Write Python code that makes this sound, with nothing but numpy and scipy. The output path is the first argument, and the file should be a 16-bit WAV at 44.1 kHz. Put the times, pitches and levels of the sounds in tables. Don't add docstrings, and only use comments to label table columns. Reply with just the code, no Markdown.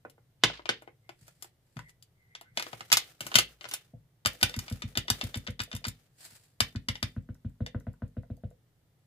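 import sys
import numpy as np
from scipy import signal
from scipy.fft import rfft, irfft, next_fast_len
from scipy.io import wavfile

SR = 44100
rng = np.random.default_rng(int(sys.argv[2]) if len(sys.argv) > 2 else 0)


def unload_audio(sound):
    columns = np.transpose(np.atleast_2d(sound))
    steps = np.round(np.clip(columns, -1, 1) * 32767)
    wavfile.write(sys.argv[1], SR, steps.astype(np.int16))


N = 399546

# start_s, table_push_db, knock_db (1-2.5 kHz), tray_db (400-900 Hz)
TAPS = [(4.252, -30, -52, -58), (4.425, -25.5, -55, -42), (4.565, -27.5, -40, -51),
        (4.712, -26, -41, -42.5), (4.837, -29, -54, -54), (4.968, -28, -46, -41), (5.099, -27, -50, -57),
        (5.233, -28, -45, -41.5), (5.358, -28.5, -50, -45.5), (5.483, -29.5, -33.5, -39),
        (5.597, -33.5, -45, -44.5), (5.735, -30, -39, -44), (5.865, -30, -50, -48.5),
        (6.603, -27.5, -52, -47), (6.751, -26.5, -39, -50), (6.884, -27, -45, -44),
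        (7.025, -27, -50.5, -52), (7.164, -27, -41, -47), (7.289, -31.5, -45.5, -48.5),
        (7.447, -27, -50.5, -50.5), (7.605, -23.5, -42.5, -37), (7.746, -25.5, -34, -36),
        (7.868, -28.5, -40.5, -39), (8.02, -27.5, -38, -40), (8.168, -28, -45.5, -39.5),
        (8.301, -29.5, -51.5, -42.5), (8.436, -29, -51, -40.5)]
# start_s, ink_tick_db, knock_db (1-2.5 kHz),
# tray_db (400-900 Hz)
LIFTS = [(1.784, -60, -23.5, -58), (3.93, -85, -75, -46), (4.332, -46, -54, -46), (4.49, -45, -51, -42),
         (4.91, -71, -55, -55), (5.045, -65, -60, -49), (5.176, -60, -55, -50), (5.295, -68, -58, -54),
         (5.43, -68, -56, -58), (5.67, -65, -60, -50), (5.809, -63, -58, -53), (7.224, -73, -78, -67.5),
         (7.345, -59.5, -51, -66), (7.495, -67, -58, -68), (7.662, -68, -52, -42), (7.8, -57.5, -45, -56),
         (7.931, -62.5, -47, -68), (8.079, -64, -75, -73), (8.226, -67, -45.5, -48.5),
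         (8.368, -60.5, -74, -52.5), (8.504, -63, -56, -48)]
# pitch_hz, level_db, t60_s
PAD_LOW_MODES = [(503.5, 8.5, 0.044), (684, 1.5, 0.042), (895, -18.5, 0.048)]
PAD_HIGH_MODES = [(984, -7, .014), (1473, 4, 0.0073), (1966, -10, 0.016), (2700, -19, .012)]
TAP_SHARP_DB = -5.5
SQUELCH_DB = -43
LIFT_LATE_S = 0.0068

# pitch_hz, level_db, t60_s
TABLE_LOW_MODES = [(50, -10.5, 0.24), (108, 7.5, 0.078), (162.1, -10, 0.31)]
# pitch_hz, level_db, t60_s
TABLE_HIGH_MODES = [(219, 1.5, 0.029), (241.5, 1.5, 0.04)]
# pitch_hz, level_db, t60_s
TABLE_EDGE_MODES = [(56.5, -15.5, 0.64), (113, -2.5, 0.22), (159, 0, 0.2)]
# start_s, peak_db, sharpness_db (180-300 Hz re peak)
BUMPS = [(0.05, -61.5, 11.5), (0.435, -27, -5.5), (0.691, -41.5, 0), (1.213, -48.5, -20), (1.763, -33, -9),
         (2.51, -52, -29), (2.572, -52, 3), (2.727, -44.5, -7), (2.806, -49.5, -7.5), (2.924, -38.5, -8.5),
         (3.206, -42.5, -9.5), (3.255, -47.5, -1.5), (3.352, -27, -3), (3.934, -38.5, -9),
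         (6.32, -54, -10.5)]

# start_s, peak_db (2.5-6 kHz), sharpness_db (over 6 kHz re peak)
STAMP_ON_CASE = [(4.2502, -22.5, -24), (4.2586, -13, -3.5), (4.2696, -24.5, 3), (4.412, -32, -7),
                 (4.4291, -11, 0), (4.495, -33, -7), (4.5405, -29, -25), (4.5635, -41, 9),
                 (4.59, -29.5, 2.5), (4.6809, -34, -38), (4.6986, -43.5, 5.5), (4.7242, -41.5, 6),
                 (4.8203, -28.5, -18), (4.9537, -30, -29), (4.9731, -17.5, -3.5), (5.0815, -25, -37),
                 (5.1012, -14.5, 1.2), (5.212, -22.5, -35), (5.2378, -39, 7), (5.3427, -26, -39),
                 (5.355, -36.5, 5), (5.372, -44, 12), (5.467, -33, -36), (5.474, -27, -36),
                 (5.505, -48, 6.5), (5.593, -29, -36), (5.602, -21.5, -18), (5.616, -43.5, 14.5),
                 (5.635, -44.5, 10), (5.715, -33, -42), (5.729, -31.5, -39), (5.7504, -39.5, 7),
                 (5.764, -37, 3), (5.842, -29, -23), (5.851, -23, -25), (5.868, -41, 12),
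                 (5.882, -34.5, 10), (6.604, -11.5, -6), (6.759, -36, -24), (6.886, -19.5, -9.5),
                 (6.9547, -33.5, -31), (7.0276, -19.5, -10), (7.663, -32, -16)]
# pitch_hz, level_db, t60_s
CASE_MODES = [(498, -23.5, 0.051), (844, -18, 0.025), (1670, -8.5, 0.013), (1990, -3, 0.0166),
              (2860, -14, 0.025), (3106, -13, 0.034), (3622, -3.5, 0.034), (4680, 0.5, 0.02),
              (5396, -5.5, 0.028), (6760, -40, 0.052), (9600, -8.5, 0.012), (11920, -14, 0.011)]
CASE_WEIGHT_DB, STAMP_PAN_DB = -14, 2.9
# start_s, peak_db (2.5-6 kHz), weight_db (300-1000 Hz re peak),
# sharpness_db (over 6 kHz re peak), left_right_db
BLOCK_ON_MAT = [(0.05, -67, 34, -2, -0.5), (0.098, -52, -19, 8.5, 6.5), (0.18, -82, 29, 2, 0.5),
                (0.4365, -4.5, -14.5, -23, 0), (0.4997, -36, 3, -28, 0.5), (0.594, -55, 16.5, -15, 5),
                (0.6562, -30.5, -7, -31, 7.5), (0.691, -13, -12, -26, 0.57), (0.8214, -61.5, 19.5, 13, 4),
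                (0.8755, -59, 21, -4, 5.5), (3.2065, -26.5, -12, 1, 2), (3.266, -33.5, -4.5, 8, 4),
                (3.3165, -33.5, -6, -15.5, -4), (3.342, -17, -19.5, -15.5, -2.5),
                (3.355, -2, -25.5, -5, 6.5), (3.37, -21.5, -12.5, -16, -2), (3.386, -7, -19, -1, 2.5),
                (3.6103, -34.5, -17, -21, 7.5), (3.6423, -39.5, -7, -29, 18),
                (3.6536, -32.5, -7.5, -33, 0.5), (3.688, -36.5, -23, 6, -0.5),
                (3.7125, -28.5, -24, -1, 0.5), (3.737, -24.5, -18.5, 8, 0.6)]
# pitch_hz, level_db, t60_s
BLOCK_MODES = [(500, -10, .03), (720, -6, .03), (1450, -4, .025), (2040, -3, .025), (2780, -2, .03),
               (3080, 0, .035), (3600, -2, .03), (4200, -7, .02), (4600, -7, .02), (5300, -13, .02),
               (6000, -14, .02), (8100, -20, .015)]
# start_s, peak_db, weight_db, sharpness_db, left_right_db (bands as for the block)
LID_CLICKS = [(1.092, -41, 3.5, -10, 5), (1.28, -52.5, 0, 10.5, -1.5), (1.4242, -39.5, -12.5, 12, 8.5),
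              (1.4444, -51, 4.5, 12, -3.5), (1.7684, -43, 1, -8, 8), (1.7913, -40.5, -8, -4, -2),
              (1.8944, -52, -17, 2, 6), (2.0253, -45, -45, 2.5, 8), (2.3511, -28.5, -21.5, -37, 1),
              (2.4119, -42.5, -2.5, 4.5, 1.3), (2.5731, -17, -14.5, -18, 1), (2.5965, -22.5, -13.5, -7, 3),
              (2.6244, -25, -15, -8, 5), (2.6663, -37, -1, -16, 5), (2.7307, -35, -0.5, -9, 6.5),
              (2.807, -31.5, -4.5, -14, -2), (2.9013, -37, -11, -13, 11), (2.918, -8, -25, -11.5, 0.5),
              (2.9267, -4, -26.5, 0.5, -3.5), (2.9364, -12, -23, -14.5, 7), (2.9706, -9, -21, -1.5, 0.5)]
# pitch_hz, level_db, t60_s
LID_MODES = [(704.7, -5, .04), (940, -15.5, 0.018), (1300, 0, 0.024), (1690, -16, 0.027),
             (2057, -1.5, 0.011), (3033, -8.5, 0.0068), (3563, -4.5, 0.021), (4704, -8, 0.035),
             (5220, -8.5, 0.047), (6140, -7, 0.013), (8200, -15, 0.023), (9160, -4, 0.024),
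             (11300, -13, 0.032)]
MIDS_FOLLOW = 0.52

# start_s, length_s, first_pitch_hz, last_pitch_hz, level_db
SQUEAKS = [(1.018, .08, 2080, 2110, -78), (1.828, 0.085, 2046, 1943, -62), (2.12, 0.2, 2140, 1960, -78.5),
           (2.244, 0.2, 1940, 2110, -69), (2.36, 0.22, 2050, 2000, -73), (2.426, 0.083, 1510, 1540, -69)]
SQUEAK_WAVER_HZ = 110

# start_s, level_db, hold_s
CHATTER = [(2.57, -57, 0.52), (3.23, -54, 0.16), (3.37, -50, 0.06), (3.63, -60, .06), (3.72, -50.5, 0.013),
           (4.3, -55, 0.22), (4.62, -59, 0.18), (4.88, -61.5, 0.21), (5.12, -52.5, 0.16),
           (5.38, -66.5, 0.15), (5.64, -67.5, 0.38), (6.63, -51.5, 0.018), (6.91, -56, 0.016),
           (7.05, -61, 0.018)]
# pitch_hz, level_db (per Hz)
CHATTER_COLOUR = [(180, -35), (300, -5), (842, -10.5), (915, -19), (1280, -10), (2250, -11.5), (3030, -13),
                  (3350, -13), (11700, -19), (16000, -20)]
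# start_s, level_db, hold_s
ROCKING = [(.455, -41.5, 0.065), (.705, -50, .02)]
# pitch_hz, level_db (per Hz)
ROCKING_COLOUR = [(300, -25), (700, -10), (1500, -6.5), (3000, -1), (4800, -7), (7000, -21), (12000, -39.5)]
SHAKE_SWELL_DB_PER_S = 900
# start_s, level_db, hold_s
FINGERS = [(1.27, -63, .02), (1.42, -66.5, 0.053), (1.77, -71.5, 0.135)]
# start_s, level_db, hold_s
SLIDE = [(6.21, -50.5, 0.053)]
# pitch_hz, level_db (per Hz)
RUB_COLOUR = [(180, -18), (300, -12), (946, -10), (1080, -14.5), (1750, -7), (3350, -11), (4830, -6),
              (6000, -13.5), (7690, -5.5), (16000, -17.5)]

# pitch_hz, t60_s
ROOM_T60 = [(100, 0.17), (300, 0.27), (1000, 0.074), (3000, 0.2), (8000, 0.034), (16000, 0.18)]
# pitch_hz, level_db (per Hz)
HUSH_COLOUR = [(12, -40), (20, -8.5), (63, -10), (121, 5), (224, -15), (535, -18.5), (1050, -28),
               (2060, -29), (2580, -33.5), (2970, -31), (5990, -35.5), (7500, -36.5), (14700, -35),
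               (16500, -52.5)]
HUSH_DB = -68
# pitch_hz, width_hz, level_db (rms)
WHINES = [(7760, 43, -99.5)]
LAG_PER_DB = -15.0
CUTOFF_HZ = 16300


def tapping():
    tap_s, push_db, *landing_db = np.transpose(TAPS)
    off_s, ink_db, *lift_db = np.transpose(LIFTS)
    landings = felt(np.transpose([tap_s, *landing_db]), touch_s=0.00054)
    lift_knocks = felt(np.transpose([off_s + LIFT_LATE_S, *lift_db]), touch_s=0.002)
    squelch = puffs(tap_s, push_db + SQUELCH_DB, 1500, 3500, crest_s=0.0064)
    ink_ticks = puffs(off_s, ink_db, 4600, 20000, crest_s=0.00067)
    return landings + lift_knocks + squelch + ink_ticks


def felt(events, touch_s):
    out, t = np.zeros((3, N)), np.arange(SR // 6) / SR
    spread = rng.standard_normal((len(events), 2, 4))
    for (s, knock_db, tray_db), draw in zip(events, spread):
        tray = peak_one(ringing(PAD_LOW_MODES, t, 3 * draw[0, :3]))
        knock = peak_one(ringing(PAD_HIGH_MODES, t, 2.5 * draw[1]))
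        sound = from_db(tray_db) * tray + from_db(knock_db) * knock
        add(out, sound * (1 - np.exp(-t / touch_s)), s, STAMP_PAN_DB, airborne=False)
    return out


def puffs(times, levels_db, low_hz, high_hz, crest_s):
    out, t = np.zeros((3, N)), np.arange(SR // 10) / SR
    band = signal.butter(2, [low_hz, high_hz], "band", fs=SR, output="sos")
    swell = t / crest_s * np.exp(1 - t / crest_s)
    for s, db, draw in zip(times, levels_db, rng.standard_normal((len(times), len(t)))):
        add(out, from_db(db) * swell * rms_one(signal.sosfilt(band, draw)), s, .8)
    return out


def thumps(table, modes, late_s, press_s, touch_s, deepest_hz):
    out, t = np.zeros((3, N)), np.arange(SR // 3) / SR
    press, touch = np.hanning(round(press_s * SR)), np.hanning(round(touch_s * SR))
    spread = rng.standard_normal((len(table), len(modes) + len(TABLE_HIGH_MODES)))
    for (s, peak_db, sharp_db), draw in zip(table, spread):
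        low = np.convolve(ringing(modes, t, draw[:len(modes)]), press)[:len(t)]
        high = np.convolve(ringing(TABLE_HIGH_MODES, t, draw[len(modes):]), touch)[:len(t)]
        add(out, from_db(peak_db) * peak_one(low), s + late_s, .6, airborne=False)
        add(out, -from_db(peak_db + sharp_db) * peak_one(high), s, .9, airborne=False)
    return signal.sosfilt(signal.butter(2, deepest_hz, "high", fs=SR, output="sos"), out)


def clicks(table, modes, rise_s, snap_db, rasp_db, rasp_s, mids_db):
    out, t = np.zeros((3, N)), np.arange(SR // 8) / SR
    edges_hz = [2500, 6000], [300, 1000], [1000, 2500], [6000, 14000]
    bands = [signal.butter(2, e, "band", fs=SR, output="sos") for e in edges_hz]
    chance = rng.standard_normal((len(table), len(t) + len(modes)))
    for (s, peak_db, weight_db, sharp_db, pan_db), draw in zip(table, chance):
        blow = peak_one(ringing(modes, t, 2.5 * draw[:len(modes)]))
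        blow += from_db(rasp_db) * draw[len(modes):] * np.exp(-t / rasp_s)
        blow *= 1 - np.exp(-(t / rise_s) ** 2)
        blow[round(rise_s * SR)] += from_db(snap_db)
        colour_db = np.array([0, weight_db, mids_db + MIDS_FOLLOW * weight_db, sharp_db])
        gains = from_db(peak_db + colour_db) * [1, 1, -1, -1]
        click = sum(g * peak_one(signal.sosfilt(b, blow)) for g, b in zip(gains, bands))
        add(out, click, s - rise_s / 2, pan_db)
    return out


def squeaks(waver_hz):
    out, slow = np.zeros((3, N)), signal.butter(2, waver_hz, fs=SR, output="sos")
    chance = rng.standard_normal((len(SQUEAKS), 2, SR // 2))
    for (s, length_s, first_hz, last_hz, db), draw in zip(SQUEAKS, chance):
        size = round(length_s * SR)
        in_phase, across = rms_one(signal.sosfilt(slow, draw))[:, -size:]
        phase = 2 * np.pi * np.cumsum(np.linspace(first_hz, last_hz, size)) / SR
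        tone = (1 + in_phase) * np.sin(phase) + across * np.cos(phase)
        add(out, from_db(db) * np.hanning(size) * tone, s, 1.5)
    return out


def rubbing(strokes, spectrum, grains_per_s, grain_db, swell_db_per_s, fade_db_per_s):
    t, level = np.arange(N) / SR, np.zeros(N)
    for s, db, hold_s in strokes:
        before_s, after_s = np.maximum(s - t, 0), np.maximum(t - s - hold_s, 0)
        level += from_db(db - swell_db_per_s * before_s - fade_db_per_s * after_s)
    strength_db = grain_db + 2.5 * np.minimum(rng.exponential(1, N), 4)
    catches = (rng.random(N) < grains_per_s / SR) * from_db(strength_db)
    rough = 1 + signal.lfilter([1], [1, -np.exp(-1 / (0.0087 * SR))], catches)
    return level * coloured(rough * pair(980), spectrum)


def room(dry, onset_s):
    t, response = np.arange(SR // 2) / SR, 0
    noise = pair(720)[:, :len(t)]
    for k, low in enumerate(62.5 * 2 ** np.arange(8)):
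        octave = signal.butter(2, [low, 2 * low], "band", fs=SR, output="sos")
        decay = from_db(-60 * t / at_hz(ROOM_T60, low * np.sqrt(2)))
        response = response + (-1) ** k * signal.sosfilt(octave, noise) * decay
    response = response * (1 - np.exp(-t / onset_s))
    response = response / np.sqrt(np.sum(response ** 2) / 2)
    return signal.fftconvolve(dry[None], response, axes=1)[:, :N]


def hush():
    out = from_db(HUSH_DB) * coloured(pair(870), HUSH_COLOUR)
    for hz, width, db in WHINES:
        sos = signal.butter(2, [hz - width / 2, hz + width / 2], "band", fs=SR, output="sos")
        out = out + from_db(db) * rms_one(signal.sosfilt(sos, rng.standard_normal((2, N))))
    return out


def ringing(modes, t, strength_db):
    hz, db, t60 = np.transpose(modes)[:, :, None]
    sign = (-1) ** np.arange(len(modes))[:, None]
    gain = from_db(db + strength_db[:, None] - 60 * t / t60)
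    return (sign * gain * np.sin(2 * np.pi * hz * t)).sum(axis=0)


def add(out, sound, s, pan_db, airborne=True):
    lag = airborne * np.clip(LAG_PER_DB * pan_db, -12, 12) / 2
    for row, sign in enumerate((1, -1, 0)):
        at = max(round(s * SR + sign * lag), 0)
        part = sound[:N - at]
        out[row, at:at + len(part)] += part * from_db(sign * pan_db / 2)


def pair(alike_hz):
    mid, side = rng.standard_normal((2, N))
    side = signal.sosfilt(signal.butter(1, alike_hz, "high", fs=SR, output="sos"), side)
    return mid + side * [[1], [-1]]


def coloured(x, spectrum):
    size = next_fast_len(N)
    gain = from_db(at_hz(spectrum, np.fft.rfftfreq(size, 1 / SR)))
    return rms_one(irfft(rfft(x, size) * gain, size)[..., :N])


def at_hz(points, hz):
    table_hz, values = np.transpose(points)
    return np.interp(np.log(np.maximum(hz, 1)), np.log(table_hz), values)


def from_db(db):
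    return 10 ** (np.asarray(db) / 20)


def rms_one(x):
    return x / np.sqrt(np.mean(x ** 2) + 1e-20)


def peak_one(x):
    return x / np.abs(x).max()


def scene():
    soft = tapping() + squeaks(waver_hz=SQUEAK_WAVER_HZ)

    pushes = [(s, db, TAP_SHARP_DB) for s, db, *_ in TAPS]
    table = thumps(pushes, TABLE_LOW_MODES, late_s=0.0085, press_s=0.0065, touch_s=0.0014, deepest_hz=44.6)
    table += thumps(BUMPS, TABLE_EDGE_MODES, late_s=0.00067, press_s=.006, touch_s=0.00067, deepest_hz=80)

    catches = [(s, db, CASE_WEIGHT_DB, sharp_db, STAMP_PAN_DB) for s, db, sharp_db in STAMP_ON_CASE]
    hard = clicks(catches, CASE_MODES, 0.00085, snap_db=7.0, rasp_db=1.6, rasp_s=0.0038, mids_db=5.0)
    hard += clicks(BLOCK_ON_MAT, BLOCK_MODES, 0.0009, snap_db=14, rasp_db=-1.0, rasp_s=0.0068, mids_db=4)
    hard += clicks(LID_CLICKS, LID_MODES, 0.00056, snap_db=15, rasp_db=0, rasp_s=0.0049, mids_db=1.5)

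    moving = rubbing(CHATTER, CHATTER_COLOUR, 220, 1.5, SHAKE_SWELL_DB_PER_S, 160)
    moving += rubbing(ROCKING, ROCKING_COLOUR, 250, 2.5, SHAKE_SWELL_DB_PER_S, 216)
    moving += rubbing(FINGERS, RUB_COLOUR, 45, 3, 110, 430)
    moving += rubbing(SLIDE, RUB_COLOUR, 80, -1.4, 393, 94)

    into_room = from_db(-7.0) * hard[2] + from_db(-3.0) * soft[2] + from_db(-8) * table[2]
    echoes = room(into_room, onset_s=0.00067)
    return (hard + soft + table)[:2] + echoes + moving + hush()


def record(dry):
    treble_cut = signal.cheby2(14, 70, CUTOFF_HZ, fs=SR, output="sos")
    return signal.sosfilt(treble_cut, np.clip(dry, -.93, .93))


dry = scene()
out = record(dry)
unload_audio(out)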